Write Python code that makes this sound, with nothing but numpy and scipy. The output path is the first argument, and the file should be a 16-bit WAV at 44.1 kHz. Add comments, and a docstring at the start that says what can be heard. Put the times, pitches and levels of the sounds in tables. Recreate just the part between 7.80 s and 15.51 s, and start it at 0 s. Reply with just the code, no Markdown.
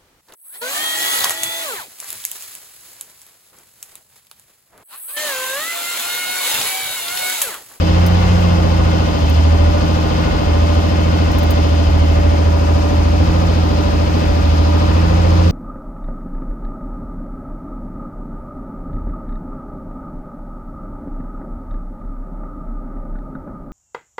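"""Inside a small helicopter's cabin: a six-cylinder engine idles, first races, then sags and hunts.
Throughout, firings drone at six times the cycle rate, a gear hums, knocks once a cycle ring the cabin,
and cooling air and valve gear roar as noise and ticks shaped by resonances. Switches click early on
and in a cluster near 3.6 s; from 0.9 s misfires thump a low mode. After 4.3 s the passenger leans
forward, which recolours the roar; the engine picks up at the end."""
import sys
import numpy as np
from scipy import signal
from scipy.fft import rfft, irfft, next_fast_len
from scipy.io import wavfile
from scipy.ndimage import uniform_filter1d

SR = 44100
rng = np.random.default_rng(int(sys.argv[2]) if len(sys.argv) > 2 else 0)


def persist_wave(psi):
    """Save psi, clipped to +-1, as 16-bit WAV."""
    counts = np.round(np.clip(psi, -1, 1) * 32767).astype(np.int16)
    wavfile.write(sys.argv[1], SR, np.atleast_2d(counts).T)


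N = 340011

# cabin response against engine speed:
# speed_hz [cycles/s], octave_db [dB], gear_db [dB], roof_db [dB], door_db [dB offset]
CABIN_BY_SPEED = [(13.2, -29.5, -33.5, -41, -2), (13.5, -31, -26.5, -44, -1), (13.65, -28.5, -27.5, -40, 0),
                  (13.8, -24.5, -32, -36, 0), (14.1, -21.5, -44, -31, -2), (14.5, -18.5, -54, -32, -6)]


def undb(db):
    """Decibels to an amplitude factor."""
    return np.exp(np.asarray(db) * (np.log(10) / 20))


def level(x, db):
    """Set the rms level."""
    return x * undb(db) / np.sqrt(np.mean(x ** 2))


def by_speed(table, speed):
    """Read every level column of a table at the running engine speed."""
    table_hz, *columns = np.transpose(table)
    return [np.interp(speed, table_hz, column) for column in columns]


def walk(rate):
    """Random levels held 1 / rate s and slewed twice; spread near 1."""
    hold = int(SR / rate)
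    steps = np.repeat(rng.standard_normal(N // hold + 1), hold)
    return 1.33 * uniform_filter1d(uniform_filter1d(steps, hold), hold)[:N]


def ring(x, hz, width):
    """A mode applied twice: the ring swells, then dies, with steep skirts."""
    pole = np.exp((2j * np.pi * hz - np.pi * width) / SR)
    return signal.lfilter([1], [1, -2 * pole, pole ** 2], x).imag


def later(x, ms):
    """Delay by whole samples; negative values advance."""
    return np.roll(x, int(round(ms * SR / 1000)))


def blows_at(turns):
    """Sample numbers where a running count of turns passes a whole number."""
    return np.flatnonzero(np.diff(np.floor(turns)))


def tone(cycle, order, db, turn, pan_db, lead, waver_db, drift):
    """A multiple of the cycle rate, wavering in level and phase; the left port leads by lead radians."""
    angle = 2 * np.pi * (order * cycle + turn) + drift * walk(11)
    size = np.sqrt(2) * undb(db + waver_db * walk(30))
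    left = undb(pan_db / 2) * np.cos(angle + lead / 2)
    right = undb(-pan_db / 2) * np.cos(angle - lead / 2)
    return size * np.array([left, right])


def knock(cycle, place, hz, width, left_db, right_db, lag_ms):
    """One blow at the same crank angle of every cycle, each of its own strength, rings one mode."""
    scatter_db = 1.7
    at, blows = blows_at(cycle - place), np.zeros(N)
    blows[at] = undb(scatter_db * rng.standard_normal(128))[:len(at)]
    body = level(ring(blows, hz, width), 0)
    return np.array([undb(left_db) * body, undb(right_db) * later(body, lag_ms)])


def drone(cycle, speed):
    """Six firings a cycle make the main tone; its octave and a door tone follow the engine speed."""
    # firing tone, which fades and catches again: time_s [s], level_db [dB]
    firing_curve = [(0, -18.5), (.22, -13), (.46, -13.5), (.77, -13), (1.36, -19), (1.5, -11), (1.89, -12),
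                    (1.91, -14.5), (2.655, -23), (2.675, -14), (2.9, -15), (3.6, -16), (3.7, -13.5),
                    (4.3, -12.5), (6.45, -17), (6.7, -10.5), (7.05, -14.5), (7.71, -11.5)]
    fire_db = np.interp(np.arange(N) / SR, *np.transpose(firing_curve))
    octave_db, _, _, door_db = by_speed(CABIN_BY_SPEED, speed)
    firing = tone(cycle, order=6, db=fire_db, turn=-.25, pan_db=-1.6, lead=0, waver_db=1.1, drift=.1)
    octave = tone(cycle, order=12, db=octave_db, turn=.45, pan_db=-.1, lead=.6, waver_db=1.3, drift=.1)
    door = tone(cycle, order=16, db=door_db - 41, turn=-.07, pan_db=8, lead=-.4, waver_db=1.1, drift=.15)
    return firing + octave + door


def gear(cycle, speed):
    """The gear hums on the 43rd multiple of the cycle, loudest where the cabin answers best."""
    _, gear_db, _, _ = by_speed(CABIN_BY_SPEED, speed)
    return tone(cycle, order=43, db=gear_db, turn=-.13, pan_db=2.1, lead=2, waver_db=1.6, drift=.3)


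def singing(cycle, speed):
    """Multiples of the cycle sing as they cross a cabin mode; each swells while it lies on its mode."""
    # order [multiple of cycle], mode_hz [Hz], width_hz [Hz], level_db [dB on the mode],
    # left_minus_right_db [dB], left_lead_rad [rad], offset_turns [turns]
    sung_orders = [(13, 180, 30, -36, 0, .75, .62), (15, 200, 14, -41, -8, 0, .97),
                   (20, 274, 12, -43, 3, 1.2, .68), (21, 290, 24, -34, 1, .9, .37),
                   (24, 322, 26, -42, -9, 1, .89), (34, 468, 40, -39, -1, 2, 0),
                   (35, 516, 14, -31, 5, 2, 0), (37, 518, 30, -40, 6, 2, .05),
                   (40, 560, 20, -37, 3, 2, .41), (41, 578, 24, -35, 1, 2, .17),
                   (44, 592, 24, -36, 2, 2.3, .6), (46, 645, 24, -39, 3, 2, 0), (49, 655, 24, -41, 9, 2, 0),
                   (55, 745, 14, -40, -4, 2, 0), (56, 805, 20, -40, 6, 3, 0), (71, 970, 20, -46, -2, 3, 0)]
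    out = 0
    for order, hz, width, db, pan_db, lead, turn in sung_orders:
        off_mode_db = 10 * np.log10(1 + (2 * (order * speed - hz) / width) ** 2)
        out = out + tone(cycle, order=order, db=db - off_mode_db, turn=turn,
                         pan_db=pan_db, lead=lead, waver_db=1.5, drift=.25)
    return out


def panel(cycle, speed):
    """A panel near 300 Hz rings best where a multiple of the cycle meets its mode; two tones join it."""
    # place_turns [0-1 of a cycle], mode_hz [Hz], width_hz [Hz],
    # left_db [dB over ring_db], right_db [dB over ring_db], right_lag_ms [ms]
    panel_modes = [(0.375, 301, 38, -7, -1.5, 0.44), (0.695, 322, 16, -15, -8, 0.42)]
    # panel response: speed_hz [cycles/s], ring_db [dB], tone_db [dB, 22nd multiple]
    panel_response = [(13.2, -31, -33), (13.45, -26.5, -34), (13.7, -23.5, -34), (14.15, -25.5, -26),
                      (14.5, -34, -30), (14.8, -30, -36)]
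    ring_db, sing_db = by_speed(panel_response, speed)
    rings = undb(ring_db) * sum(knock(cycle, *mode) for mode in panel_modes)
    high = tone(cycle, order=22, db=sing_db, turn=-0.33, pan_db=-6, lead=0.97, waver_db=0.9, drift=0.21)
    low = tone(cycle, order=14, db=-31.5, turn=0.51, pan_db=-9, lead=0.37, waver_db=1.5, drift=0.24)
    return rings + high + low


def knocks(cycle, speed):
    """Blows once a cycle ring the cabin; door and roof rings also change with engine speed."""
    # cabin modes: place_turns [0-1 of a cycle], mode_hz [Hz], width_hz [Hz],
    # left_db [dB, doors before their offset], right_db [likewise], right_lag_ms [ms]
    cabin_modes = [(0.287, 52, 22, -25, -26, 0.09), (0.04, 90, 18, -31, -31, -0.37),
                   (0.975, 126, 31, -38, -33, 0.61), (0.235, 129, 21, -37, -38, -1.5),
                   (0.492, 224, 94, -27.5, -60, -1.5), (0.079, 248, 19, -25, -37, 0.86),
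                   (0.555, 409, 22, -48, -47, -0.07), (0.45, 415, 110, -35.5, -33.5, 0.45),
                   (0.69, 410, 90, -50, -41, 0.45), (0.719, 490, 45, -40, -42, -1.18),
                   (0.252, 502, 87, -39, -38, 0.49), (0.29, 532, 68, -34, -38, 0.72),
                   (0.597, 603, 67, -38, -39, -0.9), (0.255, 620, 29, -40, -39, 0.77),
                   (0.005, 644, 94, -37, -39, -0.91), (0.291, 816, 87, -41, -52, -0.65),
                   (0.674, 816, 89, -46, -45, 1.48)]
    # a narrow roof mode, whose level follows the engine speed:
    # place_turns [0-1], mode_hz [Hz], width_hz [Hz], left_db and right_db [dB over roof_db], right_lag_ms [ms]
    roof_mode = (.1, 530, 22, 1, -1, .55)
    # a second narrow mode just above, which swells with the roof: columns and units as roof_mode
    frame_mode = (.3, 576, 14, -5, -4, .55)
    _, _, roof_db, door_db = by_speed(CABIN_BY_SPEED, speed)
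    out = undb(roof_db) * (knock(cycle, *roof_mode) + knock(cycle, *frame_mode))
    for mode in cabin_modes:
        # Hz; door rings are strongest at middling engine speeds and fade most when it races
        is_door = 185 < mode[1] < 260
        out = out + undb(door_db * is_door) * knock(cycle, *mode)
    return out


def rumble(cycle):
    """No two firings are equally strong; the unevenness shakes the cabin's low modes."""
    at, uneven = blows_at(6 * cycle), np.zeros(N)
    uneven[at] = rng.standard_normal(768)[:len(at)]
    low = level(ring(uneven, 45.0, 6.1), -29.5)
    middle = level(ring(uneven, 57.4, 26), -22.5)
    high = level(ring(uneven, 115.0, 52), -34.0)
    return low + middle + high


def clatter(cycle, count):
    """Three sets of valve ticks at fixed crank angles, each tick of its own size and sign."""
    places, sizes = rng.random((3, count)), rng.standard_normal((3, count))
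    starts = blows_at(cycle)
    lengths = np.diff(starts)
    at = (starts[:-1, None, None] + lengths[:, None, None] * places).astype(int)
    out = np.array([np.bincount(at[:, k].ravel(), np.tile(sizes[k], len(at)), N) for k in range(3)])
    return out / out.std()


def roar(cycle, speed):
    """Air noise and valve clatter in cabin resonances; each octave walks alone and pulses with the cycle."""
    # broad colour, relative until the level is set: pitch_hz [Hz], density_db [dB per Hz]
    roar_colour = [(60, -20), (140, -24.5), (300, -23), (400, -26), (490, -32.5), (600, -26), (900, -24.5),
                   (1300, -27.5), (1650, -32), (2400, -35), (5300, -38.5), (6100, -41.5), (8100, -50.5),
                   (9700, -56.5), (14400, -61), (15200, -74)]
    # resonances and notches, upright and leaning; some stay the same: pitch_hz [Hz], width_hz [Hz],
    # upright_db [dB over the colour], leaning_db [dB over the colour]
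    roar_modes = [(535, 50, 5, 5), (665, 40, 5, 1), (748, 16, 9, 10), (795, 25, 6, 4), (865, 25, 5, 4),
                  (970, 30, 5, 8), (1035, 25, 6, 3), (1115, 30, -1, -3), (1160, 25, 5, 3), (1220, 50, 5, 7),
                  (1350, 60, -3, 0), (1455, 35, 8, 1), (1400, 30, 0, 3), (1640, 50, -2, 0),
                  (1720, 50, 2, 1), (1815, 40, -3, -1), (1870, 40, 3, 1), (2110, 55, 6.5, 2),
                  (2170, 50, 0, -3), (2233, 14, 4, 5), (2350, 40, -3, 0), (2470, 50, 3, 4),
                  (2575, 50, 6.5, 5), (2650, 50, 2, 4), (2790, 160, 3.5, 0), (2960, 50, 1, 4),
                  (3080, 55, 8.5, 0), (3160, 70, 3, 3), (3330, 80, -2, -1), (3450, 80, 4, 1),
                  (3610, 70, 2, 1), (3750, 80, -2, -1), (5170, 300, 4, 4), (5620, 300, -10, -10),
                  (7500, 500, -9, -9)]
    # two microphone ports: pitch_hz [Hz], likeness [0-1], left_minus_right_db [dB], right_lag_ms [ms]
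    port_pair = [(101, 0.64, 17.5, 0.14), (428, 0.89, 0, 0.17), (1070, 0.41, 2, 0.52),
                 (2280, 0.35, 2, 0.37), (4840, 0.22, 6.5, 0.4), (6600, 0.01, 7, 0.23),
                 (8500, 0.1, 4.5, 0.079), (9300, 0.99, 1.5, .052), (10800, 0.68, -0.5, 0.038),
                 (12200, 1, 0, 0.003)]
    # valve clatter returning at the same crank angles: pitch_hz [Hz], share [0-1 of the power]
    clatter_share = [(300, .4), (700, .55), (1000, .55), (1500, .35), (2500, .05)]
    # lean_start_s [s], lean_end_s [s]
    lean_span = (4.3, 4.8)
    reference_hz, reference_db = 13.26, -33  # reference cycle rate; roar level there at the start
    db_per_hz, db_per_s = 1.22, -0.0767  # rises with speed, settles slowly

    t = np.arange(N) / SR
    size = next_fast_len(N, True)
    hz = np.maximum(np.arange(size // 2 + 1) * SR / size, 1)

    def along(table, column):
        """Read a column on a log frequency axis."""
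        table = np.array(table)
        return np.interp(np.log(hz), np.log(table[:, 0]), table[:, column])

    # one row upright, one leaning
    shape_db = along(roar_colour, 1) + sum(
        np.outer(lifts_db, 1 / (1 + (2 * (hz - mode_hz) / width) ** 2))
        for mode_hz, width, *lifts_db in roar_modes)

    # three sources: one common to both ports and one for each alone
    ticks = along(clatter_share, 1) * (hz < clatter_share[-1][0])
    air = np.sqrt(1 - ticks) * rfft(rng.standard_normal((3, N)), size)
    valves = np.sqrt(ticks) * rfft(clatter(cycle, count=160), size)
    both, left, right = air + valves

    like = np.clip(along(port_pair, 1), 0, 1)
    pan_db = along(port_pair, 2)
    lag = np.exp(-2j * np.pi * hz * along(port_pair, 3) / 1000)
    left = undb(pan_db / 2) * (np.sqrt(like) * both + np.sqrt(1 - like) * left)
    right = undb(-pan_db / 2) * (np.sqrt(like) * both * lag + np.sqrt(1 - like) * right)
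    pairs = (undb(shape_db)[:, None] * np.array([left, right])).astype(np.complex64)
    # unit level: the upright port average between 1500 and 6000 Hz
    pairs = pairs / np.std(irfft(pairs[0].mean(axis=0) * (hz > 1500) * (hz < 6000), size))

    out = 0
    # octave number above 125 Hz, pulse depth dB, place in the cycle
    for k, pulse_db, place in [(0, 1.2, 0.31), (1, 0.45, 0.3), (2, 1.8, 0.6), (3, 0.86, 0.41),
                               (4, 0.71, 0.18), (5, 0.79, 0.26), (6, 1.26, 1), (7, 0.77, .8)]:
        distance = np.clip(np.log2(hz / 125.) - k, -1 if k else 0, 1)  # lowest band keeps all below it
        share = np.cos(np.pi / 2 * distance) ** 2
        throb_db = pulse_db * np.cos(2 * np.pi * (cycle - place)) + 0.48 * walk(2.94) + 0.44 * walk(15)
        out = out + undb(throb_db) * irfft(pairs * share, size)[..., :N]

    lean = np.interp(t, lean_span, [0, 1])
    db = reference_db + db_per_hz * (speed - reference_hz) + db_per_s * t
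    return undb(db) * ((1 - lean) * out[0] + lean * out[1])


def clicks():
    """Switches click: small bright noise bursts that rattle for a moment, then die; centred."""
    # start_s [s], peak_db [dB, nominal before the filters], rattle_s [s], t60_s [s]
    switch_clicks = [(0.264, -18.5, 0.0037, 0.037), (0.272, -25, .001, .04), (0.585, -42.5, .03, 0.1),
                     (1.496, -25, .005, 0.04), (3.5155, -33, .008, 0.04), (3.5845, -22, .006, 0.04),
                     (3.6328, -26, .006, 0.05), (3.706, -18.5, 0.0054, 0.05)]
    crest_db = 16  # a click's nominal peak over its noise level
    out, t = np.zeros(N), np.arange(SR // 10) / SR
    for start, db, rattle, t60 in switch_clicks:
        attack = np.minimum(t / 0.0008, 1) + 2.1 * np.exp(-t / 0.0007)
        decay = 1000. ** (-np.maximum(t - rattle, 0) / t60)
        burst = rng.standard_normal(len(t)) * attack * decay
        first = int(start * SR)
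        out[first:first + len(t)] += undb(db - crest_db) * burst

    def filtered(edges_hz, kind):
        """Gentle first-order filter over the dry clicks."""
        return signal.sosfilt(signal.butter(1, edges_hz, kind, fs=SR, output="sos"), out)

    bright = filtered(4000, "high")
    return bright + undb(7.0) * filtered([12900, 15000], "band") + undb(7.5) * filtered([6100, 6500], "band")


def thumps():
    """A missed firing jolts a low mode of the cabin."""
    # misfires: start_s [s], peak_db [dB]
    misfires = [(0.925, -25), (1.425, -12), (2.969, -20), (3.367, -24), (4.373, -22), (4.742, -22),
                (5.679, -12), (6.501, -9.5)]
    jolts = np.zeros(N)
    for start, db in misfires:
        jolts[int(start * SR)] = undb(db)
    shape = ring(np.eye(1, SR)[0], 58, 31)
    return signal.fftconvolve(jolts, shape / np.abs(shape).max())[:N]


def scene():
    """Everything that turns follows one crank angle, the running sum of the engine speed."""
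    # the idle hunts: time_s [s], speed_hz [engine cycles/s]
    hunting = [(0.0, 13.97), (0.094, 14.17), (0.3, 14.63), (0.494, 14.78), (0.734, 14.36), (0.894, 13.98),
               (1.184, 13.97), (1.35, 13.57), (1.514, 13.09), (1.7, 13.33), (1.9, 13.6), (2.124, 13.86),
               (2.28, 13.85), (2.454, 13.9), (2.724, 13.5), (3.0, 13.66), (3.15, 13.72), (3.304, 13.86),
               (3.5, 13.69), (3.794, 13.47), (4.0, 13.44), (4.204, 13.33), (4.33, 13.33), (4.464, 13.53),
               (4.6, 13.55), (4.75, 13.41), (4.92, 13.49), (5.1, 13.56), (5.304, 13.5), (5.494, 13.96),
               (5.634, 14.03), (5.8, 13.82), (5.95, 13.66), (6.124, 13.5), (6.374, 13.87), (6.53, 13.51),
               (6.694, 13.2), (6.85, 13.46), (7.0, 13.68), (7.134, 13.9), (7.4, 14.06), (7.71, 14.27)]
    speed = np.interp(np.arange(N) / SR, *np.transpose(hunting))
    cycle = np.cumsum(speed) / SR
    engine = drone(cycle, speed) + gear(cycle, speed) + singing(cycle, speed)
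    cabin = panel(cycle, speed) + knocks(cycle, speed) + rumble(cycle)
    return engine + cabin + roar(cycle, speed) + clicks() + thumps()


def record(dry):
    """The deepest bass is taken off without phase shift, peaks are rounded and the top is cut."""
    ceiling, top_hz = 1.3, 15850
    dry = signal.sosfiltfilt(signal.butter(3, 33, "high", fs=SR, output="sos"), dry)
    rounded = ceiling * np.tanh(dry / ceiling)
    return signal.sosfilt(signal.ellip(8, .2, 70, top_hz, fs=SR, output="sos"), rounded)


dry = scene()
out = record(dry)
persist_wave(out)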